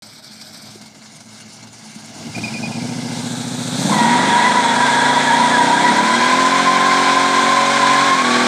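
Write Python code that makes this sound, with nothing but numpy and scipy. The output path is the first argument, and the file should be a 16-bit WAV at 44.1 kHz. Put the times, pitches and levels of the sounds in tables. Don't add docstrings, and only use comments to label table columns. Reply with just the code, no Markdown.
import sys
import numpy as np
from scipy import signal
from scipy.fft import rfft, irfft
from scipy.io import wavfile
from scipy.ndimage import uniform_filter1d, minimum_filter1d

SR = 44100
rng = np.random.default_rng(int(sys.argv[2]) if len(sys.argv) > 2 else 0)


def volts_from_db(level):
    exponent = np.asarray(level, float) / 20
    return 10 ** exponent


def to_wav(sig):
    pcm = np.clip(np.atleast_2d(sig), -1, 1) * 32767
    pcm = np.round(pcm).astype(np.int16)
    wavfile.write(sys.argv[1], SR, pcm.T)


N = 373527
T = np.arange(N) / SR

# time_s, speed_hz (four-stroke cycles per second)
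ENGINE_SPEED = [(0, 5.61), (1.4, 5.83), (2, 6.94), (2.3, 9.52), (2.6, 12.8), (2.75, 13.8), (2.9, 14.43),
                (3.5, 14.35), (3.73, 14.6), (3.84, 16.48), (3.98, 19.47), (4.19, 23.18), (4.3, 24.7),
                (4.47, 26.03), (4.6, 26.71), (5, 28.1), (5.4, 29.18), (5.68, 30.8), (5.87, 33.1), (6, 35.6),
                (6.2, 40.6), (6.32, 42.66), (6.48, 44.7), (6.8, 45.65), (7.4, 45.8), (7.8, 46.65),
                (8.07, 46.6), (8.14, 45.1), (8.24, 41.1), (8.3, 40.35), (8.47, 41.1)]
# time_s, exhaust_db, hiss_db (hiss from 3 to 9 kHz)
EFFORT = [(0, -48, -43), (.75, -42, -42.5), (.95, -45, -46), (2.04, -42, -43.5), (2.3, -30, -39.5),
          (2.4, -29, -35.5), (2.8, -24, -36), (3.15, -25, -34), (3.72, -24, -30.5), (3.86, -17.5, -25),
          (4.12, -17, -24), (4.4, -22, -25), (5, -22, -25), (5.64, -20, -25), (8.1, -20.5, -23.5),
          (8.2, -24, -24.5), (8.28, -18, -24), (8.47, -18, -22)]
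# time_s, share
UNEVEN = [(2.1, .9), (2.4, .55), (2.62, .3), (2.8, .04), (3.7, .04), (3.9, .12), (4.3, .06), (5.6, .06),
          (5.9, .16), (6.2, .14), (6.45, .01)]
ORDER_SPEEDS = 14.4, 22, 28.3, 30.5, 33.5, 40.7, 45.8, 46.3
# multiple_of_cycle, level_db
ORDERS_AT = [
    [(1, -41), (2, -43), (3, -50), (4, -35), (5, -33), (6, -32), (7, -30), (8, -5), (9, -5), (10, -27),
     (11, -3), (12, -8), (13, -9), (14, -15), (15, -14), (16, -3), (17, 0), (18, -11), (19, -6), (20, -13),
     (21, -19), (22, -26), (23, -18), (24, -24), (25, -15), (26, -28), (27, -15), (28, -26), (29, -32),
     (30, -27), (31, -25), (32, -15), (33, -18), (34, -25), (35, -19), (36, -18), (37, -16), (38, -33),
     (39, -20), (40, -19), (41, -22), (42, -33), (43, -28), (44, -22), (45, -21), (46, -24), (47, -24),
     (48, -25), (49, -20), (50, -18), (51, -24), (52, -19), (53, -28), (54, -26), (55, -28), (56, -27),
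     (57, -21), (58, -23), (59, -24), (60, -23)],
    [(1, -42), (2, -42), (3, -39), (4, -32), (5, -21), (6, -18), (7, -13), (8, -8), (9, -17), (10, -17),
     (11, 3), (12, -13), (13, -17), (14, -18), (15, -19), (16, -16), (17, -15)],
    [(1, -45), (2, -42), (3, -35), (4, -21), (5, -8), (6, -19), (7, -13), (8, -9), (9, 0), (10, -8),
     (11, -22), (12, -22), (13, -13), (14, -18), (15, -16), (16, -22), (17, -9), (18, -15), (19, -13),
     (20, -18), (21, -13), (22, -11), (23, -15), (24, -11), (25, -13), (26, -10), (27, -12), (28, -18),
     (29, -10), (30, -8)],
    [(1, -48), (2, -40), (3, -29), (4, -19), (5, -10), (6, -17), (7, -11), (8, -2), (9, 0), (10, -12),
     (11, -17), (12, -8), (13, -16), (14, -19), (15, -14), (16, -7), (17, -13), (18, -16), (19, -12),
     (20, -14), (21, -13), (22, -10), (23, -9), (24, -13), (25, -8), (26, -12), (27, -9)],
    [(1, -37), (2, -35), (3, -31), (4, -21), (5, -5), (6, -4), (7, -3), (8, 0), (9, -5), (10, -11),
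     (11, -5), (12, -15), (13, -10), (14, -18), (15, -17), (16, -6), (17, -11), (18, -11), (19, -14),
     (20, -11), (21, -11), (22, -5), (23, -9), (24, -8)],
    [(1, -46), (2, -48), (3, -22), (4, -19), (5, -16), (6, 0), (7, -13), (8, -17), (9, -9), (10, -19),
     (11, -30), (12, -11), (13, -18), (14, -16), (15, -18), (16, -10), (17, -17), (18, -14), (19, -13),
     (20, -13), (21, -21), (22, -11)],
    [(1, -48), (2, -45), (3, -15), (4, -9), (5, -4), (6, 0), (7, -22), (8, -4), (9, -9), (10, -21),
     (11, -11), (12, -5), (13, -15), (14, -7), (15, -10), (16, 0), (17, -4), (18, -13), (19, -8), (20, -10)],
    [(1, -45), (2, -37), (3, -11), (4, -17), (5, -2), (6, -2), (7, -20), (8, -11), (9, -8), (10, -19),
     (11, -16), (12, 0), (13, -15), (14, -7), (15, -6), (16, 1), (17, -3), (18, -15), (19, -9), (20, -11)],
]
NEAR_BANK = 1, 0, 1, 1, 0, 1, 0, 0
# frequency_hz, gain_db
PIPE = [(40, -30.5), (90, -24), (115, -13.5), (170, -5.5), (235, 1), (290, -7.5), (400, -17.5), (650, -9.5),
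        (900, -9), (1500, -46.5)]
# frequency_hz, width_hz, level_db
IDLE_RING = [(112.9, 2, 9), (152, 27, 9.5), (216, 3.4, 12), (623, 54, 3.5)]
# place (share of cycle), change_db, half_width (share of cycle)
BEAT = [(.14, 9, 0.075), (.42, -4.5, 0.4), (.7, 0.5, .06)]
# time_s, change_db, half_width_s
SURGES = [(2.33, -12, 0.015), (2.38, 4.5, 0.023), (2.58, -3, 0.016), (2.69, 1, .04), (2.74, -5, .012),
          (2.84, 1, .04)]
# frequency_hz, level_db
COLOURS = [
    [(650, -39), (1100, -10), (1500, -2.5), (1930, -11), (2280, -2), (2690, -18), (3220, -7.5), (4790, 2),
     (6040, -6), (6670, -13), (8140, -6), (9610, -15.5), (10900, -26), (12600, -17), (14300, -27),
     (15500, -46)],
    [(650, -13), (1100, -5.5), (1660, 0.5), (1810, -12), (2180, 5), (2440, -11), (2780, 0), (3150, -5),
     (4480, 0.5), (6970, -1), (8140, -10), (9300, -5), (10500, -20), (12700, -26), (15500, -37)],
    [(650, -43), (1100, -13), (1660, -4.5), (1810, -23), (2090, -1.5), (2490, -14), (2750, -6), (3150, -10),
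     (5170, -5.5), (9610, -14.5), (11200, -31), (13400, -31), (15500, -40)],
    [(650, -32), (1100, 1), (1640, 7), (1870, -3), (2140, 2), (3010, -4.5), (3440, 7.5), (4100, 7.5),
     (5000, -1), (6240, 3), (8600, 2), (11300, -16), (12400, -16), (14500, -24), (15500, -39)],
    [(710, -35), (1200, -10.5), (1650, -6.5), (1840, -14.5), (1980, -8.5), (2650, -19.5), (3010, -21),
     (3390, -11.5), (4150, -15.5), (4620, -22), (6710, -22), (8770, -23), (11300, -45.5), (13600, -51),
     (15500, -68)],
    [(740, -24), (1250, -10.5), (1590, -4), (1850, -11.5), (2120, -8), (2380, -9), (2640, -19.5),
     (3540, -12), (4190, -13), (4610, -19.5), (5120, -18), (8490, -23), (11300, -44), (13500, -49),
     (15500, -61)],
]
# time_s, place among the colours
STAGE = [(.62, 0), (.95, 1), (2.1, 1), (2.4, 2), (3.1, 2), (3.3, 3), (3.88, 3), (4.1, 4), (5.7, 4),
         (6.3, 5)]
# (per Hz, before the stage level)
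RUMBLE = [(40, -39), (100, -46), (240, -3.5), (330, -7.5), (420, -17), (520, -1), (620, -7), (750, 3),
          (1000, 2.5), (1300, -43), (1800, -90)]
RUMBLE_DB = -8.5, -1.5, -5, 2.5, -10, -12.5
# start_s, level_db
PUFFS = [(.0214, -39.5), (.1301, -49), (.2418, -40), (.3112, -40), (.3601, -50), (.412, -34),
         (.5427, -35.5), (.6684, -42), (.8116, -37.5), (.857, -39), (.9467, -39), (1.0161, -41),
         (1.0565, -39.5), (1.2027, -39), (1.2845, -50), (1.4012, -38), (1.5219, -53), (1.6272, -40),
         (1.6706, -35), (1.729, -35), (1.8128, -50), (1.943, -47), (1.9849, -37)]
# time_s, change_db, half_width_s
DIPS = [(.215, -8, 0.012), (.78, -4, 0.022), (.91, -4.5, 0.096), (1.25, -4.5, 0.041), (1.7, -6, 0.047)]
# frequency_hz, level_db (per Hz)
STREET = [(30, 24), (100, -13), (300, -3), (1000, -25.5), (4000, -24)]
# time_s, level_db
BUFFET = [(2, -60), (3, -43), (3.8, -38.5), (4.5, -42), (5.9, -44), (6.3, -58), (8.47, -56)]
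# start_s, level_db, pitch_hz, t60_s
THUDS = [(.755, -31, 358, 0.029), (1.959, -29.5, 215, 0.064)]
# start_s, length_s, level_db, start_pitch_hz, end_pitch_hz
CHIRPS = [(2.34, 0.063, -30.5, 2390, 2410), (2.429, .068, -25.5, 2460, 2360),
          (2.532, 0.062, -29, 2480, 2420), (2.621, 0.07, -29, 2520, 2350),
          (2.713, 0.067, -35.5, 2430, 2410), (2.793, 0.069, -39, 2340, 2300),
          (2.885, .035, -40, 2350, 2390)]
# time_s, stick_slip_hz, level_db
SLIP = [(3.91, 965, -23), (3.92, 970, -18), (3.93, 970, -20), (4.0, 980, -14.5), (4.04, 940, -15),
        (4.12, 939, -14.5), (4.21, 971, -19), (4.24, 926, -19), (4.28, 967, -15.5), (4.37, 937, -14),
        (4.44, 987, -16.5), (4.47, 936, -11), (4.49, 980, -19.5), (4.58, 974, -14.5), (4.61, 951.5, -19.5),
        (4.76, 911, -16), (4.78, 981, -18.5), (4.88, 979, -13), (4.92, 913.4, -19), (5.13, 982, -19),
        (5.18, 964, -14.5), (5.21, 945, -23), (5.25, 928, -15.5), (5.28, 950, -16), (5.3, 917, -19),
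        (5.33, 941, -11), (5.38, 960, -18), (5.4, 949, -12), (5.54, 987, -18.5), (5.62, 951, -14),
        (5.78, 947, -16.5), (5.82, 978, -12.5), (5.94, 959, -16.5), (5.99, 988, -13.5), (6.06, 980, -22),
        (6.1, 1010, -13.5), (6.18, 1011, -18), (6.23, 988, -13), (6.28, 1017, -16), (6.51, 1023, -15),
        (6.61, 1040, -16), (6.63, 1087, -38), (6.67, 1018, -13.5), (6.79, 1046, -16.5), (7.15, 1023, -14.5),
        (7.25, 1047, -17.5), (7.29, 1042, -19.5), (7.39, 1023, -12.5), (7.42, 1059, -17), (7.5, 1030, -16),
        (7.55, 1085, -18), (7.57, 1014, -12.5), (7.72, 1054, -19.5), (7.77, 1020, -16), (7.8, 1047, -18),
        (7.85, 1003, -7.5), (7.89, 1047, -20), (7.91, 988, -12.5), (7.96, 1052, -16.5), (8.18, 1054, -14),
        (8.27, 1123, -22), (8.46, 1150, -19.5)]
# time_s, level_db, pitch_hz
TREAD = [(4.05, -33, 1635), (4.32, -22.5, 1687), (4.66, -27.5, 1638), (4.84, -18.5, 1634),
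         (5.24, -22.5, 1639), (5.29, -14.5, 1647), (5.45, -32, 1616), (5.54, -18, 1666), (5.71, -27, 1560),
         (5.78, -19, 1644), (5.94, -30, 1606), (5.98, -21, 1586), (6.03, -29, 1586), (6.26, -18, 1617),
         (6.33, -29, 1600), (7.06, -23, 1580), (7.69, -29.5, 1566), (7.99, -24.5, 1677), (8.21, -24, 1620),
         (8.46, -30, 1560)]

TOP_ORDER, ORDER_PHASE = 62, .32
BEAT_FROM_HZ = 340
LUMPS_DB, LUMPS_HZ, LUMPS_END_S = 5, 8.6, 2.4
LOPE_DB, LOPE_PHASE, LOPE_END_S = 1, .5, 1.8
FLUTTER_DB, FLUTTER_HZ, IDLE_PATCH_DB = 4, 30.2, 1
PUFF_RISE_S, PUFF_T60_S = .003, .12
STREET_DB, DEEP_HZ = -46, 49
CHIRP_RISE_S, CHIRP_HOLD, CHIRP_FALL_DB = .0082, .43, -5
CHIRP_STUTTER_DB = 4.5
BITE_S = 3.917
SETTLE_S = .13
SQUEAL_DB = -2.24
FAR_TYRE, FAR_TYRE_HZ = .35, -15
SECOND_DB, SECOND_SWAY_DB, SECOND_FADE_DB_PER_S = -10.5, 4.5, -1.5
CHATTER_DB, CHATTER_HZ = 3.2, 45
FUZZ_DB, FUZZ_WIDTH_HZ, FUZZ_BELOW_HZ = -5, 95, 10
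TREAD_DB = -2.5
TREAD_SWAY_DB = 1.5
RASP_RATIO, RASP_DB = 2.05, -7.5


def evened(x):
    return x / np.sqrt(np.mean(x ** 2) + 1e-20)


def read(points, hz):
    f, value = np.transpose(points)
    return np.interp(np.log(hz + 1), np.log(f + 1), value)


def columns(rows, t):
    s, *values = np.transpose(rows)
    return [np.interp(t, s, v) for v in values]


def bumps(rows, t):
    return sum(db * np.exp(-((t - s) / half) ** 2) for s, db, half in rows)


def levelled(x, span=8820):
    return x / np.sqrt(uniform_filter1d(x ** 2, int(span)) + 1e-12)


def wander(hz, count):
    lowpass = signal.butter(2, hz, fs=SR, output="sos")
    slow = signal.sosfiltfilt(lowpass, rng.standard_normal(count + SR))
    return evened(slow)[SR // 2:][:count]


def turning(hz):
    return 2 * np.pi * np.cumsum(hz) / SR


def resonate(x, hz, width):
    turn = np.exp(1j * turning(hz * np.ones(len(x))))
    r = np.exp(-np.pi * width / SR)
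    return 2 * (turn * signal.lfilter([1 - r], [1, -r], x / turn)).real


def piped(x):
    hz = abs(np.fft.fftfreq(16384, 1 / SR))
    log_gain = np.log(volts_from_db(read(PIPE + [(4000, -90)], hz)))
    ring = np.fft.ifft(np.exp(np.conj(signal.hilbert(log_gain)))).real[:4096]
    return signal.oaconvolve(x, ring)[:N]


def steady_orders(speed, cycles):
    pattern = np.fft.fft(1 + .8 * np.array(NEAR_BANK)) + 1e-3
    steady = np.zeros(N)
    coarse = slice(0, N, 10)
    slow_speed = speed[coarse]
    lag = rng.uniform(-np.pi, np.pi, 64)
    spread = np.clip((slow_speed - 12) / 18, .15, 1)
    for k in range(1, TOP_ORDER + 1):
        bare_db = []
        for orders, s in zip(ORDERS_AT, ORDER_SPEEDS):
            missing_db = -23 - 17 * (k * s > 950)
            bare_db.append(dict(orders).get(k, missing_db) - read(PIPE, k * s))
        drift_db = (1 + spread) * np.interp(T[coarse] * 5, range(50), rng.standard_normal(50))
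        size = volts_from_db(np.interp(slow_speed, ORDER_SPEEDS, bare_db) + drift_db)
        size = size * (k * slow_speed < 2000)
        angle = 2 * np.pi * k * (cycles[coarse] + ORDER_PHASE)
        steady[coarse] += size * np.cos(angle + np.angle(pattern[k % 8]) + spread * lag[k])
    return steady


def random_firings(cycles):
    fired = np.flatnonzero(np.diff(np.floor(8 * cycles)))
    kicks = np.zeros(N)
    kicks[fired] = np.clip(rng.standard_normal(len(fired)), -1.2, 1.2)
    gas = evened(kicks) + 1.5 * rng.standard_normal(N)
    warm = np.interp(T, (0, 2, 2.6), (.97, 1.01, 1.025))
    ring = sum(volts_from_db(db) * evened(resonate(gas, hz * warm, width)) for hz, width, db in IDLE_RING)
    unloaded = np.clip((2.7 - T) / .3, 0, 1)
    return levelled(piped(gas)) + 2.5 * levelled(ring) * unloaded


def exhaust():
    speed, level_db, uneven = columns(ENGINE_SPEED, T)[0], columns(EFFORT, T)[0], columns(UNEVEN, T)[0]
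    cycles = np.cumsum(speed * (1 + .003 * wander(12, N))) / SR
    steady = levelled(piped(steady_orders(speed, cycles)))
    lumps = levelled(random_firings(cycles))
    mixed = np.sqrt(1 - uneven) * steady + np.sqrt(uneven) * lumps
    held = np.interp(T, (2.2, 2.5, 3.75, 3.95), (0, 1, 1, 0))
    upper = signal.sosfiltfilt(signal.butter(4, BEAT_FROM_HZ, "high", fs=SR, output="sos"), mixed)
    mixed = mixed + upper * (volts_from_db(held * bumps(BEAT, cycles % 1)) - 1)
    unsteady = np.clip((LUMPS_END_S - T) / .24, .25, 1)
    surge_db = bumps(SURGES, T) + LUMPS_DB * wander(LUMPS_HZ, N) * unsteady
    loping = np.clip((LOPE_END_S - T) / .15, 0, 1)
    surge_db += LOPE_DB * np.cos(2 * np.pi * (cycles - LOPE_PHASE)) * loping
    return volts_from_db(level_db + surge_db) * mixed, cycles


def hiss_noise():
    frames, hz = N // 128 + 5, np.fft.rfftfreq(512, 1 / SR)
    t = np.arange(frames) * 128 / SR
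    a, b, patches = rng.standard_normal((3, 257, frames))
    patches = evened(uniform_filter1d(uniform_filter1d(patches, 8, 0), 12, 1))
    colours = volts_from_db([read(c, hz) for c in COLOURS])
    treble_power = (colours[:, (hz > 3000) & (hz < 9000)] ** 2).sum(1)
    place = columns(STAGE, t)[0]
    rumble_db = np.interp(place, range(len(RUMBLE_DB)), RUMBLE_DB)
    share = np.maximum(1 - abs(place - np.arange(len(COLOURS))[:, None]), 0)
    share /= treble_power[:, None]
    idle = np.clip((2.3 - t) / .22, 0, 1)
    patch_db = .79 + IDLE_PATCH_DB * idle
    treble = np.clip((hz - 4000) / 5000, 0, 1)
    flutter_db = FLUTTER_DB * np.outer(treble, idle * np.interp(t, T, wander(FLUTTER_HZ, N)))
    rumble = volts_from_db(read(RUMBLE, hz)[:, None] + rumble_db) ** 2 * share.sum(0)
    field = np.sqrt(colours.T ** 2 @ share + rumble) * volts_from_db(patch_db * patches + flutter_db)
    noise = signal.istft((a + 1j * b) * field, nperseg=512, noverlap=384)[1][:N]
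    band = signal.butter(4, (3000, 9000), "band", fs=SR, output="sos")
    return noise / np.std(signal.sosfilt(band, noise))


def hiss(cycles):
    firing = 8 * cycles
    near = np.array(NEAR_BANK)[firing.astype(int) % 8]
    pulsed = 1 + .11 * np.exp(-(firing % 1) / .35) * (1 + near)
    power = volts_from_db(columns(EFFORT, T)[1] + .59 * wander(42, N) + 1.2 * wander(4.3, N)) ** 2
    for s, db in PUFFS:
        half_second = slice(round(s * SR), round(s * SR) + SR // 2)
        late = T[half_second] - s
        rise = 1 - np.exp(-late.clip(0) / PUFF_RISE_S)
        power[half_second] += volts_from_db(db - 60 * late / PUFF_T60_S) ** 2 * rise
    return hiss_noise() * pulsed * np.sqrt(power) * volts_from_db(bumps(DIPS, T))


def street():
    spectrum = rfft(rng.standard_normal(N)) * volts_from_db(read(STREET, np.fft.rfftfreq(N, 1 / SR)))
    return volts_from_db(STREET_DB) * evened(irfft(spectrum, N))


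def buffet():
    deep = signal.sosfilt(signal.butter(3, DEEP_HZ, fs=SR, output="sos"), rng.standard_normal(N))
    return volts_from_db(columns(BUFFET, T)[0] + 3.1 * wander(7.3, N)) * evened(deep)


def thuds():
    out = np.zeros(N)
    for s, db, hz, t60 in THUDS:
        late = (T - s).clip(0)
        rise = 1 - np.exp(-late / .0027)
        out += 3 * volts_from_db(db - 60 * late / t60) * np.sin(2 * np.pi * hz * late) * rise
    return out


def brakes():
    out = np.zeros(N)
    for s, length, top_db, from_hz, to_hz in CHIRPS:
        on = (T >= s) & (T < s + length)
        count = on.sum()
        corners = 0, CHIRP_RISE_S, CHIRP_HOLD * length, length
        db = top_db + np.interp(T[on] - s, corners, (-15, 0, -1.5, CHIRP_FALL_DB))
        db += CHIRP_STUTTER_DB * wander(55, count).clip(-2, .6)
        glide = np.linspace(from_hz, to_hz, count)
        turns = turning(glide + 45 * wander(200, count) + 25 * wander(40, count))
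        tone = np.sqrt(2) * np.cos(turns)
        tone += volts_from_db(-6) * np.cos(2 * turns + .89 * wander(300, count))
        out[on] = volts_from_db(db) * tone * signal.windows.tukey(count, .3)
    return out


def squeal():
    t = T[T >= SLIP[0][0]]
    count, since = len(t), t - t[0]
    (hz, db), (tread_db, tread_hz) = columns(SLIP, t), columns(TREAD, t)
    db = db + SQUEAL_DB
    hz = uniform_filter1d(hz, size=int(SETTLE_S * SR), mode="nearest")
    second_db = db + SECOND_DB + SECOND_FADE_DB_PER_S * since + SECOND_SWAY_DB * wander(18, count)
    second_db += 5 * np.exp(-since / .11)
    loose = np.clip((t - 4) / .3, .7, 1)
    catch_hz = 150 * np.exp(-(t - BITE_S).clip(0) / .013)
    out = np.zeros(count)
    for size, offset_hz in ((1, 0), (FAR_TYRE * loose, FAR_TYRE_HZ)):
        flutter_hz = loose * (19 * wander(90, count) + (3 - offset_hz) * wander(20, count))
        turns = turning(hz + catch_hz + flutter_hz + offset_hz + 6)
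        chatter_db = CHATTER_DB * loose * wander(CHATTER_HZ, count).clip(-4, 1)
        grip = size * np.sqrt(2) * volts_from_db(1.6 * loose * wander(90, count) + chatter_db)
        out += grip * (volts_from_db(db) * np.cos(turns) + volts_from_db(second_db) * np.cos(2 * turns))

    scrub = rng.standard_normal(count)
    slip_fuzz, tread_fuzz = [
        evened(resonate(resonate(scrub, f, FUZZ_WIDTH_HZ), f, FUZZ_WIDTH_HZ))
        for f in (hz - FUZZ_BELOW_HZ, tread_hz)]
    out += volts_from_db(db + FUZZ_DB) * loose ** 2 * slip_fuzz

    turns = turning(tread_hz + 22 * wander(60, count) + 45 * wander(18, count))
    tread = np.cos(turns) * volts_from_db(4 * wander(30, count).clip(-3, .5)) + volts_from_db(FUZZ_DB) * tread_fuzz
    rasp_flutter_hz = 35 * wander(60, count) + 80 * wander(14, count)
    rasp = np.cos(turning(RASP_RATIO * tread_hz + rasp_flutter_hz))
    tread += volts_from_db(RASP_DB + 2.5 * wander(25, count)) * rasp
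    sway_db = 1.6 * wander(39, count) + TREAD_SWAY_DB * wander(21, count)
    out += np.clip((t - 4) / .28, 0, 1) * volts_from_db(tread_db + TREAD_DB + sway_db) * tread
    onset = np.clip((t - BITE_S) / .0049, 0, 1)
    return np.pad(out * onset, (N - count, 0))


def scene():
    pipes, cycles = exhaust()
    car = pipes + hiss(cycles) + buffet() + thuds() + brakes() + squeal()
    return (car + street())[None]


def low_pass(x):
    return signal.sosfilt(signal.butter(12, 15610, fs=SR, output="sos"), x)


def record(dry):
    thin = signal.sosfilt(signal.butter(3, 96, "high", fs=SR, output="sos"), dry)
    thin = signal.sosfilt(signal.butter(10, 15000, fs=SR, output="sos"), thin)
    room = np.minimum(.7 / (abs(thin) + 1e-9), 1)
    held = thin * uniform_filter1d(minimum_filter1d(room, size=177), size=177)
    mix = held * (T >= .0212)
    return low_pass(mix)


dry = scene()
out = record(dry)
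to_wav(out)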